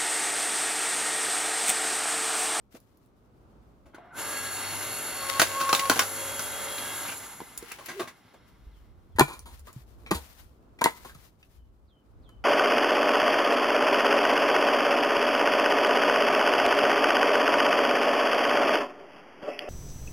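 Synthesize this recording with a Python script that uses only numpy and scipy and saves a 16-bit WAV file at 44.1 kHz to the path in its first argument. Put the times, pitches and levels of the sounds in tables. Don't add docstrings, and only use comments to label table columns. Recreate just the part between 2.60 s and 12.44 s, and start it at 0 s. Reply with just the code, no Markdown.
import sys
import numpy as np
from scipy import signal
from scipy.fft import rfft, irfft, next_fast_len
from scipy.io import wavfile
from scipy.ndimage import uniform_filter1d

SR = 44100
rng = np.random.default_rng(int(sys.argv[2]) if len(sys.argv) > 2 else 0)


def file_out(sig):
    cols = np.atleast_2d(sig).T
    lim = np.clip(cols, -1, 1)
    pcm = np.round(lim * 32767).astype(np.int16)
    wavfile.write(sys.argv[1], SR, pcm)


N = 433922
T = np.arange(N) / SR

SWITCH_ON_S, PUMPING_S, SWITCH_OFF_S, THROWING_S, AT_REST_S = 1.33, 1.52, 4.46, 5.9, 6.93
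TEETH, START_HZ, RUN_HZ, SAG_HZ = 11, 200, 548.1, 2.7
BUILD_S, COAST_S = .07, 1.1

# time_s, load_fraction
LOAD = [(2.1, 0), (2.55, 0.34), (2.655, 0.57), (2.69, 0.7), (2.79, 0.84), (2.86, 0.27), (2.93, 0.64),
        (3.0, 1), (3.29, 0.86), (3.33, 0.13)]
PUMP_ORDERS = (1, 2, 3, 5, 6, 8, 12 / 11, 7, 10)
# unloaded_db, full_load_rise_db
TOOTH_TONES = [(-62.5, 21), (-61.5, 33.5), (-55.5, 1), (-59, 5), (-64, 10.5), (-62.5, 3.5), (-54.5, -0.5),
               (-59.5, -1), (-65.5, 3)]
# order, centre_s, half_length_s, rise_db
TONE_SWELLS = [(3, 1.814, 0.16, 11), (8, 2.25, 0.66, 13.5), (6, 4.0, 0.5, 14), (3, 4.44, .3, 6.5),
               (1, 3.8, 0.44, 10.5), (5, 2.2, 0.82, 6), (10, 1.9, .4, 9.5), (7, 4.25, 0.36, 1.5)]
# idle_db, pumping_db, full_load_change_db, off_drop_db, drop_s, fade_db_per_s
HOUSING_LEVELS, OIL_LEVELS = (-53, -39, -0.3, 8.5, 0.22, 12.5), (-59, -37, -1.5, 9.5, 0.6, 25.5)
# frequency_hz, density_db
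HOUSING_SPECTRUM = [(59, -43), (100, -10), (150, -19), (340, -3.5), (480, -6), (700, -9), (930, -5),
                    (1400, -5), (1850, -8), (2100, -6.5), (2450, -12), (3000, -9.5), (4700, -17.5),
                    (5500, -14.5), (6200, -26), (13200, -120)]
OIL_SPECTRUM = [(2600, -32), (4300, -11), (5500, -16), (7100, 0), (8600, -9.5), (11000, 1), (13400, -8.5),
                (15500, -14.5), (16000, -38)]
# frequency_hz, lead_rad
PORT_LEAD = [(0, 0), (3500, -.4), (4600, -1), (7000, -1.3), (8550, -3.14), (11600, -7.1), (13400, -9.42),
             (16500, -12.7)]

# start_s, ring_peak_db, pitch_hz, snap_db, contact_s
KNOCKS = [(0.147, -36.5, 610, -55.5, 0.014), (1.256, -46, 650, -68, 0.035), (1.345, -38, 1480, -54, 0.0076),
          (1.382, -36, 740, -72, 0.003), (2.796, -9, 1358, -12.5, 0.0054), (2.816, -9.5, 687, -14.5, 0.007),
          (2.962, -37, 1090, -50, 0.012), (3, -26.5, 1110, -30, 0.026), (3.011, -20, 1400, -30.5, 0.006),
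          (3.091, -21, 1080, -25, 0.0053), (3.128, -5.5, 1250, -16, 0.0033),
          (3.149, -17.5, 1060, -14, 0.0016), (3.194, -26, 1130, -22, 0.0035),
          (3.254, -24, 2100, -33, 0.004), (3.297, -4.5, 1364, -11.5, 0.0021),
          (3.313, -13, 1031, -30, 0.007), (3.356, -22.5, 775, -31.5, 0.019),
          (3.392, -13.5, 1240, -13, 0.0035), (3.409, -21, 1440, -33, 0.017),
          (3.793, -26, 1610, -26.5, 0.003), (4.18, -26, 4115, -36, 0.0079), (4.48, -24.5, 2713, -50, 0.019),
          (4.515, -28, 2400, -40, 0.017), (4.803, -26, 960, -61, 0.0012), (4.816, -30.5, 415, -60, 0.0013),
          (5.025, -32.5, 460, -47, 0.0041), (5.114, -28.5, 2530, -43, 0.0092),
          (5.185, -34.5, 1020, -50.5, 0.034), (5.283, -28, 2030, -40.5, 0.031),
          (5.394, -22.5, 1160, -38, 0.027), (5.474, -32, 1990, -46, 0.015), (5.739, -44, 693, -61, 0.0088),
          (6.56, -41.5, 1870, -55.5, 0.014), (6.585, -10, 950, -31.5, 0.0057),
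          (6.594, -1, 842, -9.5, 0.0034), (6.608, -1, 1033, -28, 0.0032), (6.679, -29, 1030, -47, 0.055),
          (6.728, -35, 1030, -47, 0.014), (6.856, -40, 970, -53, 0.052), (7.069, -37, 1210, -60, 0.023),
          (7.461, -33.5, 2330, -66, 0.018), (7.509, -10, 1140, -29.5, 0.0096),
          (7.546, -28, 890, -36, 0.019), (8.188, -37.5, 2340, -61, 0.0077),
          (8.211, -20, 1020, -34.5, 0.0065), (8.216, -9, 940, -28.5, 0.0029),
          (8.2406, -18, 1990, -11.5, 0.0025), (8.259, -0.5, 906, -38, 0.0023),
          (8.245, -12.5, 2030, -46, 0.018), (8.447, -32, 1030, -50.5, 0.013),
          (8.493, -36, 1590, -55, 0.016), (8.547, -43, 1253, -53, 0.0081),
          (8.828, -45.5, 2700, -67, 0.0039), (9.691, -47.5, 1310, -56.5, 0.0041)]
# pitch_ratio, level_db
WOOD_MODES = [(0.379, -17.5), (0.559, -9.5), (.84, -7.5), (1., 5.5), (1.35, -6.5), (1.701, -8.5), (2.2, -9),
              (3.101, -9), (4.301, -19)]
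CRACK_T60, RING_ON_DB = .022, -30
# rise_s, t60_at_1khz_s, crumble_db, lasting_ring_db, snap_sharpness, low_modes_db, high_modes_db
ON_FRAME = [(.0008, CRACK_T60, -16, -33.5, 1.6, -5, -1), (.0015, 0.011, -29, -53.5, 1.4, 6, 1.5)]
ON_PILE = [(0.00081, 0.022, -24.5, RING_ON_DB, 2.2, -6, -12.5), (0.00074, 0.013, -20.5, -45.5, 1.1, 5, -6)]
# from_s, low_hz, middle_hz, high_hz
LOOSE_BILLETS = [(0, 1030, 1448, 2388), (8, 962, 1307, 2032)]
# time_s, level_db
FIBRES = [
    [(2.6, -46.5), (2.77, -33.5), (2.9, -41), (3.328, -42.5), (3.5, -38)],
]
# start_s, level_db, pitch_hz
THUDS = [(0.144, -37, 257), (1.345, -39.5, 340), (2.798, -14, 620), (3.299, -15, 276), (6.066, -36, 52.5),
         (6.552, -30, 78.2), (6.61, -8, 380), (6.616, -15.5, 143), (7.162, -31.5, 127), (7.513, -16, 344),
         (7.52, -20, 194), (7.55, -28, 71.5), (8.245, -28, 300), (8.553, -43, 144.5)]
# start_s, level_db, decay_s
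TICKS = [(.202, -50, .001), (.373, -51, 0.00085), (.461, -58, .001), (5.119, -28.5, .0015),
         (4.976, -25.5, 0.003), (5.26, -27, 0.0012), (6.793, -31.5, 0.00054), (6.994, -47, 0.0022),
         (7.129, -44, 0.0024)]
# time_s, pitch_hz, level_db
GLIDES = [
    [(1.38, 700, -54), (1.6, 714, -64)],
    [(1.505, 1420, -56), (1.57, 1550, -45.5), (1.66, 1405, -58)],
    [(5.28, 330, -49), (5.33, 356, -54), (5.38, 370, -39.5), (5.415, 381, -31), (5.45, 386, -64)],
]
# time_s, level_db
SCRAPES = [
    [(4.95, -48), (5.2, -51.5), (5.312, -51.5), (5.55, -50.5)],
]
# start_s, level_db, hold_s
RUSTLES = [(0.105, -59.5, 0.021), (0.37, -90, 0.067), (1.053, -82, 0.035), (5.45, -74, 0.75),
           (6.59, -56.5, 0.18), (6.866, -61, 0.12), (7.052, -60, 0.11), (7.263, -70, 0.082),
           (7.378, -67, 0.085), (7.516, -49, 0.096), (7.657, -61, 0.19), (8.24, -58, 0.25),
           (8.449, -66, 0.2), (8.787, -72.5, 0.17)]
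# frequency_hz, density_db
SNAP_SPECTRUM = [(700, -16.5), (1500, 0), (2500, -5), (4300, -7), (7000, -10), (10400, -11), (15500, -16.5),
                 (16500, -33)]
PILE_SPECTRUM = [(700, -22.5), (1500, -8), (2900, -4.5), (4300, -2.5), (5600, -14.5), (7000, -4),
                 (10400, -7), (15500, -15), (16500, -29.5)]
TICK_SPECTRUM = [(2000, -27), (5000, -7), (11000, 0), (16500, -9)]
GRIT_SPECTRUM = [(300, -18), (2200, -1.5), (4500, -10.5), (16000, -16.5)]
LEAF_SPECTRUM = [(200, -26), (500, -12.5), (1050, -11.5), (2500, -15.5), (4500, -16.5), (8000, -20.5),
                 (15500, -18), (16000, -49)]

# start_s, start_hz, level_db, length_s
BIRD_CALLS = [(1.28, 3500, -72, .13), (5.72, 4200, -73, .12), (6.085, 4800, -69, .16), (6.5, 3600, -69, .1),
              (8.93, 3400, -76, .22), (9.245, 5600, -69, .21), (9.595, 5700, -65, .24)]
# time_s, level_db
WIND_LEVELS = [(0, -66.5), (4.5, -61.5), (5.7, -70), (6.1, -56), (6.9, -54), (7.6, -52), (8.6, -60.5),
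               (9.0, -53), (9.4, -61.5), (9.8, -48.5)]
# frequency_hz, density_db
WIND_SPECTRUM = [(15, -32.5), (30, -10.5), (60, 1), (110, -13.5), (250, -34), (400, -71)]
TRAFFIC_SPECTRUM = [(59, -40.5), (100, -7.5), (150, -14), (267, -14), (486, -20.5), (577, -23),
                    (1300, -28.5), (1800, -39.5), (16500, -60)]
# frequency_hz, correlation
TRAFFIC_LIKENESS = [(60, 0.037), (240, 1), (950, 0.067), (15000, 0.29)]


def splitter():
    turns = np.cumsum(tooth_hz()) / TEETH / SR
    housing = gain_of(running_db(*HOUSING_LEVELS) + 1.2 * drift(22))
    housing *= coloured(shaft_rattle(turns, turns_kept=9, repeat=0.29, uneven_db=2), HOUSING_SPECTRUM)
    dull = signal.sosfilt(signal.butter(2, 1710, fs=SR, output="sos"), housing)
    housing = dull + pumping() * (housing - dull)
    oil = pumping() * gain_of(running_db(*OIL_LEVELS) + 1.1 * drift(40))
    oil *= coloured(shaft_rattle(turns, turns_kept=14, repeat=0.56, uneven_db=-1), OIL_SPECTRUM)
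    powered = pumping() * np.interp(T, [SWITCH_OFF_S, SWITCH_OFF_S + BUILD_S], [1, 0])
    whine = pump_whine(turns) * powered ** 4
    hum = np.sqrt(2) * gain_of(-54.5 + 2.5 * drift(12)) * np.sin(2 * np.pi * 100 * T) * powered
    turning = np.interp(T, [SWITCH_ON_S, SWITCH_ON_S + 0.013, AT_REST_S - .9, AT_REST_S], [0, 1, 1, 0])
    noise = turning * from_splitter(housing + oil, scatter=0.56)
    return noise + from_splitter(whine, scatter=0.078) + np.outer([1, -.6], hum)


def pump_whine(turns):
    out = np.zeros(N)
    for order, (unloaded_db, rise_db) in zip(PUMP_ORDERS, TOOTH_TONES):
        swell_db = sum(db * np.exp(-((T - centre_s) / half_s) ** 8)
                       for swelling, centre_s, half_s, db in TONE_SWELLS if swelling == order)
        flicker_db = 2.7 * drift(30) + .25 * order * drift(250)
        level = gain_of(unloaded_db + rise_db * curve(LOAD) + swell_db + flicker_db)
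        throb = 1 + .04 * order * np.cos(2 * np.pi * turns)
        out += level * throb * np.sin(2 * np.pi * order * TEETH * turns + .5 * drift(60))
    return np.sqrt(2) * out


def shaft_rattle(turns, turns_kept, repeat, uneven_db):
    orders = gain_of(uneven_db * rng.standard_normal(401))
    patterns = unit_rms(irfft(orders * rfft(rng.standard_normal((40, 800))), 8000))
    place = (turns % 1 * patterns.shape[1]).astype(int)
    age = np.minimum(turns / turns_kept, len(patterns) - 2)
    fade, row = np.pi / 2 * (age % 1), age.astype(int)
    repeating = np.cos(fade) * patterns[row, place] + np.sin(fade) * patterns[row + 1, place]
    share = repeat * (tooth_hz() / RUN_HZ) ** 10
    return np.sqrt(share) * repeating + np.sqrt(1 - share) * rng.standard_normal(N)


def tooth_hz():
    run_up = np.interp(T, [SWITCH_ON_S, PUMPING_S + BUILD_S], [START_HZ, RUN_HZ])
    return (run_up - SAG_HZ * curve(LOAD)) * np.exp(-np.maximum(T - SWITCH_OFF_S, 0) / COAST_S)


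def pumping():
    return np.interp(T, [PUMPING_S, PUMPING_S + BUILD_S], [0, 1])


def running_db(idle_db, pumping_db, load_db, drop_db, drop_s, fade_db_per_s):
    off_s = np.maximum(T - SWITCH_OFF_S, 0)
    driven_db = idle_db + (pumping_db - idle_db) * pumping() + load_db * curve(LOAD)
    return driven_db - drop_db * (1 - np.exp(-off_s / drop_s)) - fade_db_per_s * off_s


def wood_knocks(rows, surface, spectrum, rub_s=.0075):
    size = 10000
    out, t = np.zeros(N + size), np.arange(size) / SR
    taper = np.cos(np.pi / 2 * np.arange(size) / size)
    billets = [(from_s, loose_billet(t, modes_hz)) for from_s, *modes_hz in LOOSE_BILLETS]
    for start_s, peak_db, pitch_hz, snap_db, contact_s in rows:
        rise_s, t60_s, crumble_db, lasting_db, sharpness, low_db, high_db = surface[contact_s > rub_s]
        lasting = [billet for from_s, billet in billets if start_s >= from_s][-1]
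        modes = billet_modes(t, pitch_hz, t60_s, low_db, high_db) + gain_of(lasting_db) * lasting
        contact = t / (t + rise_s) * np.exp(-t / contact_s)
        ring = signal.fftconvolve(modes, rng.standard_normal(size) ** 3 * contact)[:size] * taper
        crumbs = 1 + 0.48 * abs(rng.standard_normal(size // 100)).repeat(100)
        tail = gain_of(crumble_db - 60 * t / 0.22) * crumbs * np.minimum(t / 0.003, 1)
        envelope = (contact / contact.max()) ** sharpness + tail
        snap = gain_of(snap_db) * envelope * coloured(rng.standard_normal(size), spectrum)
        out[round(start_s * SR):][:size] += gain_of(peak_db) * ring / abs(ring).max() + snap
    return signal.sosfilt(signal.butter(2, 180, "high", fs=SR, output="sos"), out[:N])


def billet_modes(t, pitch_hz, t60_s, low_db, high_db):
    ratios, levels_db = np.transpose(WOOD_MODES)
    modes_hz = pitch_hz * ratios * np.where(ratios == 1, 1, rng.uniform(0.94, 1.05, len(ratios)))
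    levels_db = levels_db + low_db * (ratios < .7) + high_db * (ratios > 2.6)
    return sum(gain_of(db - 60 * t / t60_s * (hz / 1000) ** 0.46) * np.sin(2 * np.pi * hz * t)
               for hz, db in zip(modes_hz, levels_db) if hz > 200)


def loose_billet(t, modes_hz, levels_db=(-7, -14, -12), t60_s=.7):
    a, b = unit_rms(uniform_filter1d(rng.standard_normal((2, len(modes_hz), len(t))), 350))
    phase = 2 * np.pi * np.outer(modes_hz, t)
    return gain_of(levels_db) @ (a * np.cos(phase) + b * np.sin(phase)) * gain_of(-60 * t / t60_s)


def tearing_fibres():
    level = during(FIBRES) * gain_of(curve(FIBRES) + 4 * drift(60))
    return level * coloured(crackle(per_s=2500, spread_db=6.5, hiss=0.22), SNAP_SPECTRUM)


def thuds():
    out, t = np.zeros(N + 9000), np.arange(9000) / SR
    for start_s, db, hz in THUDS:
        envelope = gain_of(db - 60 * t * hz / 14) * np.minimum(t * hz / 0.31, 1)
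        out[round(start_s * SR):][:len(t)] += envelope * np.sin(2 * np.pi * hz * t)
    return out[:N]


def bark_ticks():
    out, t = np.zeros(N), np.arange(1024) / SR
    for start_s, db, decay_s in TICKS:
        burst = coloured(rng.standard_normal(len(t)), TICK_SPECTRUM)
        out[round(start_s * SR):][:len(t)] += gain_of(db) * np.exp(-t / decay_s) * burst
    return out


def whirr_and_groan():
    out = np.zeros(N)
    for rows in GLIDES:
        hz = curve(rows) * (1 + 0.062 * drift(150))
        level = during([rows], fade_s=0.0086) * gain_of(curve(rows, column=2))
        out += level * np.sqrt(2) * np.sin(2 * np.pi * np.cumsum(hz) / SR)
    return out


def scrape():
    level = during(SCRAPES) * gain_of(curve(SCRAPES) + 4.5 * drift(30))
    return level * coloured(crackle(per_s=12000, spread_db=5.5, hiss=0.74), GRIT_SPECTRUM)


def leaves(rise_s=0.024, fade_db_per_s=170, still_db=-82.5):
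    level = gain_of(still_db)
    for start_s, db, hold_s in RUSTLES:
        fade_db = fade_db_per_s * np.maximum(T - start_s - hold_s, 0)
        level = level + np.clip((T - start_s) / rise_s, 0, 1) * gain_of(db - fade_db)
    flicker = gain_of(3.8 * drift(35))
    return level * flicker * coloured(crackle(per_s=2200, spread_db=4.2, hiss=0.8), LEAF_SPECTRUM)


def bird(rest_hz=3000, glide_s=.036):
    out = np.zeros(N)
    for start_s, start_hz, db, length_s in BIRD_CALLS:
        start, t = round(start_s * SR), np.arange(int(length_s * SR)) / SR
        waver_hz = 400 * uniform_filter1d(rng.standard_normal(len(t)), 60)
        hz = rest_hz + (start_hz - rest_hz) / (1 + (t / glide_s) ** 3.4) + waver_hz
        swell = np.minimum(t / .07, 1) * signal.windows.tukey(len(t), .5)
        call = swell * gain_of(db - 12 * t / length_s) * np.sin(2 * np.pi * np.cumsum(hz) / SR)
        out[start:][:len(t)] += call[:N - start]
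    return np.array([out, out])


def wind():
    mid, side = rng.standard_normal((2, N))
    rumble = coloured(np.array([mid + .6 * side, mid - .6 * side]), WIND_SPECTRUM)
    return gain_of(curve(WIND_LEVELS) + 4 * drift(7)) * rumble


def far_traffic(level_db=-61.5):
    size = next_fast_len(N)
    noise = rfft(rng.standard_normal((2, size)))
    likeness = at_frequencies(TRAFFIC_LIKENESS, size)
    noise[1] = likeness * noise[0] + np.sqrt(1 - likeness ** 2) * noise[1]
    return gain_of(level_db + 2.9 * drift(3.1)) * coloured(irfft(noise, size)[:, :N], TRAFFIC_SPECTRUM)


def garden_echoes(x, t60_s=0.11):
    t = np.arange(14000) / SR
    taps = rng.standard_normal((2, len(t))) * (rng.random((2, len(t))) < .06)
    taps *= gain_of(-60 * t / t60_s) * (t > .006)
    return signal.fftconvolve(x, taps / np.linalg.norm(taps[0]), axes=1)[:, :N]


def from_splitter(x, scatter):
    size = next_fast_len(N)
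    lead_rad = np.interp(np.fft.rfftfreq(size, 1 / SR), *np.transpose(PORT_LEAD))
    direct = np.exp(.5j * np.outer([1, -1], lead_rad))
    paths = rng.standard_normal((2, 900)) * np.exp(-np.arange(900) / 330)
    scattered = scatter * rfft(paths / np.linalg.norm(paths[0]), size)
    return irfft(rfft(x, size) * (direct + scattered), size)[:, :N] / np.sqrt(1 + scatter ** 2)


def from_pile(x):
    late = np.roll(x, 8)
    shade = signal.lfilter(*signal.iirpeak(700, 1.2, SR), late)
    return np.array([x, late - 0.74 * shade])


def crackle(per_s, spread_db, hiss):
    sizes = gain_of(spread_db * np.minimum(rng.exponential(1, (2, N)), 5))
    snaps = sizes * (rng.random((2, N)) < per_s / SR) * rng.choice([-1., 1.], (2, N))
    left, right = snaps + hiss * rng.standard_normal((2, N))
    return np.array([left, 0.048 * np.roll(left, 8) + .5 * right])


def gain_of(db):
    return np.exp(np.asarray(db) * (np.log(10) / 20))


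def unit_rms(x):
    return x / np.sqrt(np.mean(x ** 2) + 1e-20)


def at_frequencies(points, size):
    hz, value = np.transpose(points)
    return np.interp(np.log(np.fft.rfftfreq(size, 1 / SR) + 1), np.log(hz + 1), value)


def coloured(x, spectrum):
    size = next_fast_len(x.shape[-1])
    shaped = irfft(rfft(x, size) * gain_of(at_frequencies(spectrum, size)), size)
    return unit_rms(shaped[..., :x.shape[-1]])


def curve(rows, column=1):
    rows = np.vstack(rows)
    return np.interp(T, rows[:, 0], rows[:, column])


def during(spans, fade_s=0.11):
    return sum(np.clip(np.minimum(T - rows[0][0], rows[-1][0] - T) / fade_s, 0, 1) for rows in spans)


def drift(per_s):
    count = int(N / SR * per_s) + 3
    return np.interp(T * per_s, np.arange(count), rng.standard_normal(count))


def scene():
    frame = wood_knocks([row for row in KNOCKS if row[0] < THROWING_S], ON_FRAME, SNAP_SPECTRUM)
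    pile = wood_knocks([row for row in KNOCKS if row[0] >= THROWING_S], ON_PILE, PILE_SPECTRUM)
    wood = from_splitter(frame + bark_ticks(), scatter=0.66) + from_pile(pile)
    calls = bird()
    echoes = garden_echoes(gain_of(-10) * wood + calls)
    work = wood + thuds() + whirr_and_groan() + splitter() + tearing_fibres() + scrape() + leaves()
    return work + calls + echoes + wind() + far_traffic()


def record(dry, ceiling=.9, edge_hz=16700):
    rounded = ceiling * np.tanh(dry / ceiling)
    low_pass = signal.firwin(511, edge_hz, window=("kaiser", 9), fs=SR)
    return signal.oaconvolve(rounded, low_pass[None], "same")


dry = scene()
out = record(dry)
file_out(out)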